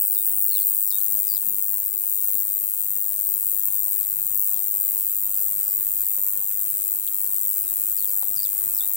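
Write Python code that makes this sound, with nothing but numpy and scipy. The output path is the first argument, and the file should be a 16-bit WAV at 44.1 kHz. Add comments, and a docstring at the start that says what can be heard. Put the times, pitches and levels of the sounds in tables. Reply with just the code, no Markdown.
"""A bush-cricket buzzes close by, a little to the left, while a warbler sings two phrases further off, a fly hums,
leaves tick and rustle, far birds twitter faintly, overload clicks on the left, and far air rumbles and hisses.
The cricket makes about a hundred wing strokes a second from tooth clicks: a swelling rasp, a hard end and a dull
return. The warbler is gliding sine tones, the fly and low hums are unsteady tones, leaves, twitter and air are
shaped noise, the knocks of stems are damped swings, and the overload clicks last three samples."""
import sys
import numpy as np
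from scipy import signal
from scipy.fft import rfft, irfft, next_fast_len
from scipy.io import wavfile
from scipy.ndimage import uniform_filter1d, minimum_filter1d, map_coordinates

SR = 44100
rng = np.random.default_rng(int(sys.argv[2]) if len(sys.argv) > 2 else 0)


def transcribe(signal):
    """Save signal, clipped to [-1, 1], as a 16-bit WAV file at the path in sys.argv[1]."""
    frames = np.atleast_2d(signal).T
    limited = np.clip(frames, -1, 1)
    pcm = np.round(limited * 32767).astype(np.int16)
    wavfile.write(sys.argv[1], SR, pcm)


N = 395136
T = np.arange(N) / SR  # time of each sample, s
STROKES_HZ = 101.3  # steady wing beat, before its slow drift
TOP_HZ = 15830  # band limit

# soft noise bursts of leaves and far birds:
# t/s, length/s, centre f/Hz, half width/share of centre, level/dB before fading, left-right difference/dB
NOISE_BURSTS = [(1, 0.0088, 4200, 0.09, -51, -12), (1.011, 0.0065, 4270, .15, -49, -8),
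                (4.031, 0.0084, 4700, .18, -49, -2.5), (4.042, .005, 4440, 0.24, -48, -2.5),
                (4.534, .065, 4060, .2, -55.5, -9), (4.932, 0.13, 4900, 0.12, -59, 0),
                (4.98, .071, 3430, 0.11, -60, -5), (5.33, 0.089, 5050, 0.12, -57, -4),
                (5.564, 0.22, 5050, 0.077, -57, -2), (5.93, .17, 4800, .12, -58, -2),
                (7.04, .008, 4000, 0.33, -52, -9), (7.068, 0.019, 3460, 0.15, -48.5, -18),
                (8.226, .006, 3970, 0.13, -49, -12)]
TWITTER_FROM_HZ = 4750  # bursts centred above this are far birds, those below are leaves
FAR_BIRDS = [row for row in NOISE_BURSTS if row[2] > TWITTER_FROM_HZ]
LEAF_RUSTLES = [row for row in NOISE_BURSTS if row[2] <= TWITTER_FROM_HZ]


def amp(db):
    """Turn decibels into a multiplier."""
    return 10 ** (np.asarray(db) / 20)


def unit(x):
    """Scale a sound to an average (RMS) level of one."""
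    return x / np.sqrt(np.mean(x ** 2) + 1e-20)


def along(points, hz):
    """Read a (f/Hz, value) curve on a logarithmic pitch axis."""
    f, value = np.transpose(points)
    return np.interp(np.log(hz + 1), np.log(f + 1), value)


def curves(rows, t=T):
    """Read one value per moment for each column after the time."""
    times, *columns = np.transpose(rows)
    return [np.interp(t, times, column) for column in columns]


def wobble(rate):
    """A smooth random curve with `rate` random points a second."""
    points = rng.standard_normal(int(N * rate / SR) + 4)
    return map_coordinates(points, [T * rate])


def filtered(x, response):
    """Change the strength and timing of each frequency in x by a response."""
    m = next_fast_len(N + 8192)
    spectrum = rfft(x, m) * response(np.fft.rfftfreq(m, 1 / SR))
    return irfft(spectrum, m)[..., :N]


def add(out, s, x, pan_db):
    """Mix a sound in at s seconds; positive pan_db leans left."""
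    i = round(s * SR)
    sides = amp([[pan_db / 2], [-pan_db / 2]])
    out[:, i:i + len(x)] += (sides * x)[:, :N - i]


def scattered(x, t60):
    """Echoes off leaves: a fading noise tail, unrelated left and right, down 60 dB after t60 seconds."""
    t = np.arange(round(t60 * SR)) / SR
    fade = amp(-60 * t / t60) * (t > .001)
    tail = rng.standard_normal((2, len(t))) * fade
    return signal.oaconvolve(x, tail / np.linalg.norm(tail[0]), axes=1)[:, :N]


def teeth(passed, per_cycle, slip, scatter_db):
    """One click per tooth the scraper passes, a little early or late (slip, in teeth) and uneven in strength."""
    own_share = .1  # each port faces its own part of the wing: share of the power not common to both
    at = np.flatnonzero(np.diff(np.floor(passed)) == 1)
    exact = at + (np.floor(passed[at + 1]) - passed[at]) / (passed[at + 1] - passed[at])
    slip_samples = np.broadcast_to(slip, passed.shape)[at] * SR / STROKES_HZ / per_cycle
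    taps, trains = np.arange(-6, 7), []
    # one shared click train, then one for each port
    for early, size in rng.standard_normal((3, 2, len(at))):
        hit = (exact + slip_samples * early)[:, None]
        near = np.round(hit).astype(int) + taps
        # a short windowed sinc places each click between samples
        shape = np.sinc(near - hit) * np.cos((near - hit) * np.pi / 14) ** 2
        click = amp(scatter_db * size)[:, None] * shape
        train = np.bincount(np.clip(near, 0, N - 1).ravel(), click.ravel(), N)
        trains.append(unit(train))
    return np.sqrt(1 - own_share) * trains[0] + np.sqrt(own_share) * np.array(trains[1:])


def wing(colour, right_db=0):
    """The wing's ringing colour, with delays that differ by frequency and between the two ports."""
    # extra delay of each frequency, making the pitch sag as a stroke ends: f/Hz, delay/ms
    sag = [(8500, 0.0016), (10000, 0.2), (11500, 0.52), (13500, 0.5), (15500, 0.12)]
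    # the camera body bends sound on its way to the right port: f/Hz, phase lead/radians
    body_bend = [(6000, .7), (7200, .4), (8200, .7), (9400, 2.1), (10200, 2.8), (11200, 3.4), (12400, 1.5),
                 (13600, 2.0), (14600, 1.9), (15200, 3.4), (15800, 3.9)]
    port_delay_s = 16 / 44100  # the right port hears the wing later

    def response(hz):
        late_cycles = np.cumsum(along(sag, hz) / 1000) * hz[1]  # hz[1] is the frequency step
        right_cycles = port_delay_s * hz - along(body_bend, hz) / (2 * np.pi)
        port_cycles = np.array([[0], [1]]) * right_cycles
        level_db = along(colour, hz) + np.array([[0], [right_db]])
        return amp(level_db) * np.exp(-2j * np.pi * (late_cycles + port_cycles))
    return response


def seen_through_leaves(song):
    """Leaves shade the left and right sound differently as the view blends between four angles."""
    # shading from each angle: f/Hz, then left level/dB and right level/dB for angles 0, 1, 2, 3
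    leaf_shade = [(6500.0, -7.5, -5.5, -2.0, -0.0, -6.0, -1.5, -4.5, -0.0),
                  (7000.0, -10.5, -2.0, -3.0, 3.5, -6.0, 3.5, -5.0, 4.5),
                  (7500.0, -3.5, 1.5, 2.0, 5.0, 0.0, 5.5, 1.0, 6.0),
                  (8000.0, -2.0, 2.5, 1.0, 1.5, -2.5, 2.0, 0.5, 2.5),
                  (8500.0, -0.5, -0.5, -0.0, -2.0, -1.5, -3.0, -1.0, -3.0),
                  (9000.0, -6.0, -8.5, -5.5, -11.0, -7.0, -11.5, -5.0, -9.0),
                  (9400.0, -7.0, -6.0, -5.0, -8.5, -7.5, -9.5, -6.5, -10.5),
                  (9800.0, -4.0, -8.0, -3.0, -11.5, -4.5, -13.5, -3.0, -13.0),
                  (10200.0, -1.5, -4.0, 2.5, -8.5, 2.5, -8.0, 8.0, -6.0),
                  (10500.0, -3.0, -7.5, 2.0, -9.5, -0.0, -8.5, 3.5, -5.0),
                  (10800.0, -3.5, -7.5, 3.0, -9.0, 2.5, -13.5, 2.5, -15.0),
                  (11200.0, -1.0, -8.5, 3.0, -10.5, -0.0, -11.5, 1.5, -15.0),
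                  (11500.0, -2.0, -17.0, -1.5, -17.0, 0.5, -12.5, -0.5, -13.5),
                  (11800.0, -3.0, -14.0, 1.5, -17.0, -1.0, -12.0, -2.5, -13.0),
                  (12100.0, -2.5, -12.0, 0.5, -15.5, -2.5, -15.0, 1.0, -9.0),
                  (12400.0, -3.5, -12.5, 1.5, -11.5, -0.5, -8.5, -0.5, -7.0),
                  (12700.0, -1.0, -16.5, 2.5, -15.5, 2.5, -9.5, 4.0, -3.0),
                  (13000.0, 0.5, -7.5, 3.0, -6.5, 1.0, -8.5, 1.5, -5.0),
                  (13300.0, 3.0, -14.0, 5.0, -6.5, -0.5, -3.5, 1.5, -3.5),
                  (13600.0, -1.0, -9.0, 1.5, -6.0, 3.0, -1.0, 7.5, 2.5),
                  (13850.0, 1.5, -9.0, 4.0, -7.0, 2.5, -5.5, 3.0, -6.5),
                  (14100.0, 0.5, -5.0, 2.0, -4.0, 4.0, 3.0, 1.0, -0.0),
                  (14350.0, -3.5, -11.5, -1.0, -7.0, -6.0, -9.0, -5.0, -5.5),
                  (14600.0, -6.0, -18.5, -1.5, -16.0, -3.5, -14.0, -3.0, -11.0),
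                  (14850.0, -3.0, -10.0, -2.0, -15.0, -6.5, -20.0, -4.0, -15.5),
                  (15100.0, 0.5, -5.0, 0.5, -10.5, -1.5, -9.0, -3.0, -16.5),
                  (15350.0, -1.0, -0.5, -0.5, -6.5, -0.5, -6.0, -5.0, -9.5),
                  (15600.0, 0.5, -3.5, 1.0, -6.5, -2.0, -11.0, -2.0, -7.5),
                  (15800.0, -1.0, -5.5, -1.5, -11.0, -5.5, -16.5, -1.5, -10.0)]
    # how the view turns: t/s, viewing angle (0 to 3)
    view_turn = [(0, 0), (.45, 0), (1.0, 1), (4.4, 1), (5.15, 2), (6.3, 2), (6.7, 3), (8.96, 3)]
    angle, = curves(view_turn)
    hz, *shade = np.transpose(leaf_shade)
    seen = 0
    for k in range(4):
        def tint(f):
            left_db = np.interp(f, hz, shade[2 * k])
            right_db = np.interp(f, hz, shade[2 * k + 1])
            return amp([left_db, right_db])
        nearness = np.clip(1 - abs(angle - k), 0, 1)
        seen = seen + nearness * filtered(song, tint)
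    return seen


def cricket():
    """A scraper runs over file teeth: a swelling rasp, a hard snap and click, then a dull return stroke."""
    # drift of the wing beat: t/s, lead over a steady beat/strokes
    beat_lead = [(0, -.24), (.48, .04), (.8, .17), (1.04, .2), (1.6, .41), (2.4, .58), (3.2, .67),
                 (3.9, .7), (4.48, .68), (5.28, .57), (5.44, .53), (5.72, .55), (6.08, .42), (6.56, .08),
                 (6.75, .06), (7.15, .1), (7.36, .02), (7.68, .01), (8.16, -.07), (8.32, -.18),
                 (8.96, -.19)]
    # slow loudness of the song: t/s, level/dB
    song_level = [(0, -6.5), (.35, -8), (.7, -9), (1.2, -10), (2.1, -11), (4.6, -10.5), (5.7, -9),
                  (6.6, -10.5), (7.4, -10.5), (8.96, -11)]
    # wing colour in the rasp, the snap, the last click and the return stroke, each: f/Hz, level/dB
    rasp_colour = [(2500, -64.5), (4130, -18), (5510, -42.5), (7060, -33.5), (8440, -19.5), (9400, -8),
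                   (10510, -18.5), (11200, -15), (13440, -16.5), (13950, -10), (15680, -2)]
    snap_colour = [(2500, -51), (3960, -84), (5510, -47), (7000, -18), (7750, -14.5), (9300, -8),
                   (10510, -15), (11540, -12.5), (13260, -7), (14200, 3.5), (15680, 7)]
    release_colour = [(2500, -52.5), (5510, -42), (7000, -15.5), (9300, -3.5), (10510, -9), (11540, -10.5),
                      (12600, 1.5), (13500, 7.5), (14400, 8), (15680, 4)]
    return_colour = [(2500, -44.5), (3620, -96), (4820, -33.5), (6550, -28.5), (7750, -18), (8610, -14),
                     (9400, -11), (10510, -20), (13090, -11.5), (14640, -42), (15680, -31)]
    file_teeth = 27.5  # teeth passed per wing cycle, before the changes of pace
    pace_scatter, start_scatter = .013, .15  # share of the pace; first tooth, in teeth
    hurry_from, hurry = -.2, .4  # speeding up begins at this share of a cycle; how strongly
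    steady_from, early_slip, steady_slip = -.3, .2, .018  # stutters early on, then runs evenly (slips in teeth)

    beat = STROKES_HZ * T + curves(beat_lead)[0]
    stroke = np.floor(beat + .65).astype(int)
    chance = rng.standard_normal((stroke.max() + 2, 7))[stroke]  # seven small differences per stroke
    u = beat - stroke + 0.0046 * chance[:, 0] + 0.0038  # share of a cycle after the snap
    pace = file_teeth * (1 + pace_scatter * chance[:, 5])
    travel = u + hurry * np.maximum(u - hurry_from, 0) ** 2
    passed = pace * travel + start_scatter * chance[:, 6]
    stutter = np.interp(u, [steady_from - .08, steady_from], [early_slip, steady_slip])

    # the rasp swells, then drops; the snap peaks at u = 0
    rasp_db = np.where(u < -.04, 31 * (u + 0.18) - 1.5, -130 * (u + 0.11) + 0.74)
    rasp = amp(0.081 * chance[:, 1] + rasp_db)
    snap = amp(0.5 * chance[:, 2] + np.where(u < 0, 110 * u, -300 * u) + 1.0)
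    # the scraper leaves the last tooth with one click; a harder snap has a weaker click
    leaves_file = (u >= 0) * (np.roll(u, 1) < 0)
    release = amp(13.5 - 2 * chance[:, 2]) * leaves_file
    v = (beat + 0.167) % 1 - .5 + 0.0038 * chance[:, 3]  # share of a cycle after the wings reopen
    main_bump = np.exp(-.5 * (v / 0.017) ** 2)
    later_bump = 0.16 * np.exp(-.5 * ((v - .18) / 0.056) ** 2)
    back = amp(0.36 * chance[:, 4]) * (main_bump + later_bump + 0.24)

    rasp_clicks = rasp * teeth(passed, file_teeth, slip=stutter, scatter_db=1.6)
    song = filtered(rasp_clicks, wing(rasp_colour))
    snap_clicks = snap * teeth(passed, file_teeth, slip=.035, scatter_db=0.7)
    song += filtered(snap_clicks, wing(snap_colour))
    song += filtered(release, wing(release_colour))
    back_clicks = back * teeth(60 * beat, 57, slip=0.41, scatter_db=1.0)
    song += filtered(back_clicks, wing(return_colour, right_db=6))  # this stroke faces the right port
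    song = song + amp(-13) * scattered(song, t60=0.028)
    seen = seen_through_leaves(song)
    return amp(curves(song_level)[0] + 0.78 * wobble(5)) * seen


def warbler():
    """Gliding sine whistles, trilled and hoarse in pitch, throbbing in loudness, with soft echoes."""
    # four notes by name, each a glide: t/s, f/Hz, level/dB within the note
    note_glides = { "drop": [(0, 5850, -24), (.016, 5430, -16), (.034, 5650, -31), (.044, 5100, -5),
                   (.052, 3900, -15.5), (.066, 3600, -19), (.076, 3640, -10), (.09, 3800, -17),
                   (.108, 3770, -16), (.116, 3700, -26)], "steps": [(0, 6300, -22), (.016, 4700, -16),
                   (.026, 4280, -7.5), (.064, 4200, -8), (.088, 3400, -21), (.1, 3400, -8),
                   (.104, 3280, -35), (.112, 4430, -15), (.122, 4650, -15.5), (.13, 4270, -13),
                   (.138, 4270, -11), (.146, 4560, -21)], "glide": [(0, 5580, -22), (.012, 5000, -4),
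                   (.024, 4400, -4), (.058, 4250, -14), (.085, 3350, -6), (.1, 3310, -16),
                   (.104, 3210, -40), (.114, 5400, -15), (.124, 4680, -3), (.14, 4600, -19)],
                   "hook": [(0, 6700, -12), (.014, 5000, -9), (.022, 4720, -6.5), (.064, 4620, -9),
                   (.07, 4680, -18), (.084, 5100, -4), (.102, 3580, -13), (.11, 3440, -10),
                   (.118, 3380, -22)], }
    # the notes sung: t/s, level/dB, left-right difference/dB, note name
    sung_notes = [(0.104, -41, -10, "drop"), (0.488, -34.5, -2, "steps"), (0.863, -35, -4, "drop"),
                  (1.267, -38.5, -3, "hook"), (7.243, -56, -2, "glide"), (7.597, -48.5, 1, "drop"),
                  (7.963, -46, -3, "glide"), (8.352, -40, -8.5, "hook"), (8.737, -34, -10, "drop")]
    trill_hz, trill_depth, hoarse = 75, .008, .015  # depths as shares of the pitch
    out = np.zeros((2, N))
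    trill = trill_depth * signal.sawtooth(-2 * np.pi * trill_hz * T)
    shake = 1 + trill + hoarse * wobble(300)
    for s, db, pan_db, note in sung_notes:
        glide = note_glides[note]
        hz, level_db = curves(glide, np.arange(round(glide[-1][0] * SR)) / SR)
        hz = hz * shake[round(s * SR):][:len(hz)]
        whistle = np.sqrt(2) * np.sin(2 * np.pi * np.cumsum(hz) / SR)
        add(out, s, amp(db + level_db) * whistle, pan_db)
    out *= amp(2.5 * np.array([wobble(110), wobble(100)]))
    return out + amp(-2) * scattered(out, t60=.06) + amp(-9) * scattered(out, t60=.2)


def noise_bursts(rows):
    """Bursts of noise, each kept to one band and faded in and out."""
    out = np.zeros((2, N))
    for s, length, hz, width, db, pan_db in rows:
        n = round(length * SR)
        edges = [hz * (1 - width), hz * (1 + width)]
        band = signal.butter(2, edges, "band", fs=SR, output="sos")
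        noise = unit(signal.sosfilt(band, rng.standard_normal(n)))
        add(out, s, amp(db) * np.hanning(n) ** .5 * noise, pan_db)
    return out


def leaves():
    """Dry leaves rustle as bursts of band noise; stems knock as one quickly damped swing."""
    # stem knocks: t/s of the peak, f/Hz, peak level/dB before panning, left-right difference/dB
    stem_knocks = [(2.718, 2980, -40, 6), (4.193, 1780, -40, -6), (8.2295, 786, -30.5, -7)]
    out = noise_bursts(LEAF_RUSTLES)
    for s, hz, db, pan_db in stem_knocks:
        cycles = np.arange(round(4 * SR / hz)) * hz / SR
        swing = -np.sin(2 * np.pi * cycles - 1.6) * cycles * np.exp(-2.2 * cycles) * 6
        add(out, s - .5 / hz, amp(db) * swing, pan_db)
    return out


def overload_clicks():
    """Thin, broadband clicks on the left where the recorder overloads: three samples each, at set times."""
    # the clicks: t/s, left peak level/dB
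    overloads = [(0.099, -19), (.739, -33), (0.9862, -18), (1.939, -17.5)]
    pan_db = 24
    out = np.zeros((2, N))
    for s, db in overloads:
        add(out, s, amp(db - pan_db / 2) * np.array([-.4, 1, .6]), pan_db)
    return out


def drones(rows, waver_hz, waver_db, overtone):
    """Unsteady tones that fade in and out, each with an optional tone a fifth above (1.5 times its pitch)."""
    fade_s = 0.29
    out = np.zeros(N)
    for s, length, first_hz, last_hz, db in rows:
        fade = np.clip(np.minimum(T - s, s + length - T) / fade_s, 0, 1)
        glide_hz = np.interp(T, [s, s + length], [first_hz, last_hz])
        hz = glide_hz + waver_hz * (wobble(8.2) + 0.685 * wobble(25))
        turn = 2 * np.pi * np.cumsum(hz) / SR
        tone = np.sin(turn) + overtone * np.sin(1.5 * turn)
        out += fade * amp(db + waver_db * wobble(6)) * tone
    return out


def fly():
    """A fly hums: a wavering tone and a softer one a fifth above."""
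    # hums of the fly: t/s, length/s, first f/Hz, last f/Hz, level/dB before wavering
    fly_hums = [(4.85, 1.1, 375, 389, -65.5), (8.2, 1.4, 400, 404, -66)]
    return drones(fly_hums, waver_hz=9, waver_db=4, overtone=.5)


def far_birds():
    """Faint far bird twitter, as soft bursts of narrow noise near 5 kHz."""
    return noise_bursts(FAR_BIRDS)


def low_hums():
    """Thin low tones wander in and out of the far rumble."""
    # the low hums: t/s, length/s, first f/Hz, last f/Hz, level/dB before wavering
    far_hums = [(.85, 0.93, 196.5, 195.3, -63), (1.55, .75, 185, 150, -64), (3.2, 1.44, 155, 142.2, -68),
                (3.7, 2.14, 119.7, 118.8, -66.5), (5.3, 0.78, 178, 166.6, -63.5),
                (8.1, 0.59, 159, 159, -65)]
    return drones(far_hums, waver_hz=3.07, waver_db=6, overtone=0)


def air():
    """Patchy far noise, rumble and hiss: near mono in the deep bass, more spread above."""
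    # colour of the noise: f/Hz, relative level/dB per Hz
    air_colour = [(15, -53), (25, -14), (55, -3.5), (150, 0.5), (228, -6.5), (491, -9), (539, -9.5),
                  (696, -8), (1370, -9.5), (1650, -11), (2030, -9.5), (4800, -16.5), (6500, -11),
                  (8450, -13), (14300, -120)]
    # loudness of the two parts: t/s, rumble level/dB, hiss level/dB
    air_level = [(0, -62, -58.5), (.4, -64.5, -57), (.8, -62.5, -53.5), (2.2, -60.5, -55.5),
                 (4.2, -60.5, -53.5), (5.6, -60, -52), (7.4, -62, -53), (8.2, -60, -51), (8.96, -63, -51)]
    # likeness of left and right: f/Hz, correlation (-1 to 1)
    likeness = [(40, 0.9), (200, 0.46), (500, 0.29), (900, -0.52), (1500, -0.38), (2500, -0.034),
                (5000, 0.28)]
    z = signal.stft(rng.standard_normal((2, N)), nperseg=512)[2]
    # smooth random patches over pitch, then over time
    field = uniform_filter1d(rng.standard_normal(z.shape[1:]), 5, 0)
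    field = uniform_filter1d(field, 10, 1)
    pair = signal.istft(z * amp(1.93 * unit(field)), nperseg=512)[1][:, :N]

    def colour_and_spread(hz):
        turn = np.arccos(np.clip(along(likeness, hz), -1, 1)) / 2
        return amp(along(air_colour, hz)) * [np.ones_like(hz), np.tan(turn)]

    mid, side = filtered(pair, colour_and_spread)
    both = np.array([mid + side, mid - side]) * amp([[-.7], [.7]])
    low = filtered(both, lambda hz: 1 / (1 + (hz / 350) ** 4))
    rumble_db, hiss_db = curves(air_level)
    return amp(rumble_db) * unit(low) + amp(hiss_db) * unit(both - low)


def scene():
    """All the sources together, from the main one to the background."""
    near = cricket() + warbler() + leaves() + overload_clicks()
    return near + fly() + far_birds() + low_hums() + air()


def record(dry):
    """Remove everything above the band limit and let a quick limiter catch the loudest peaks."""
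    ceiling, span = .96, round(.0006 * SR)  # limiter ceiling (full scale is 1); smoothing span, samples
    heard = filtered(dry, lambda hz: hz < TOP_HZ)
    needed = np.minimum(1, ceiling / (abs(heard) + 1e-9))
    needed = minimum_filter1d(needed, 2 * span, axis=1)
    gain = uniform_filter1d(uniform_filter1d(needed, span, axis=1), span, axis=1)
    return filtered(gain * heard, lambda hz: hz < TOP_HZ)


dry = scene()
out = record(dry)
transcribe(out)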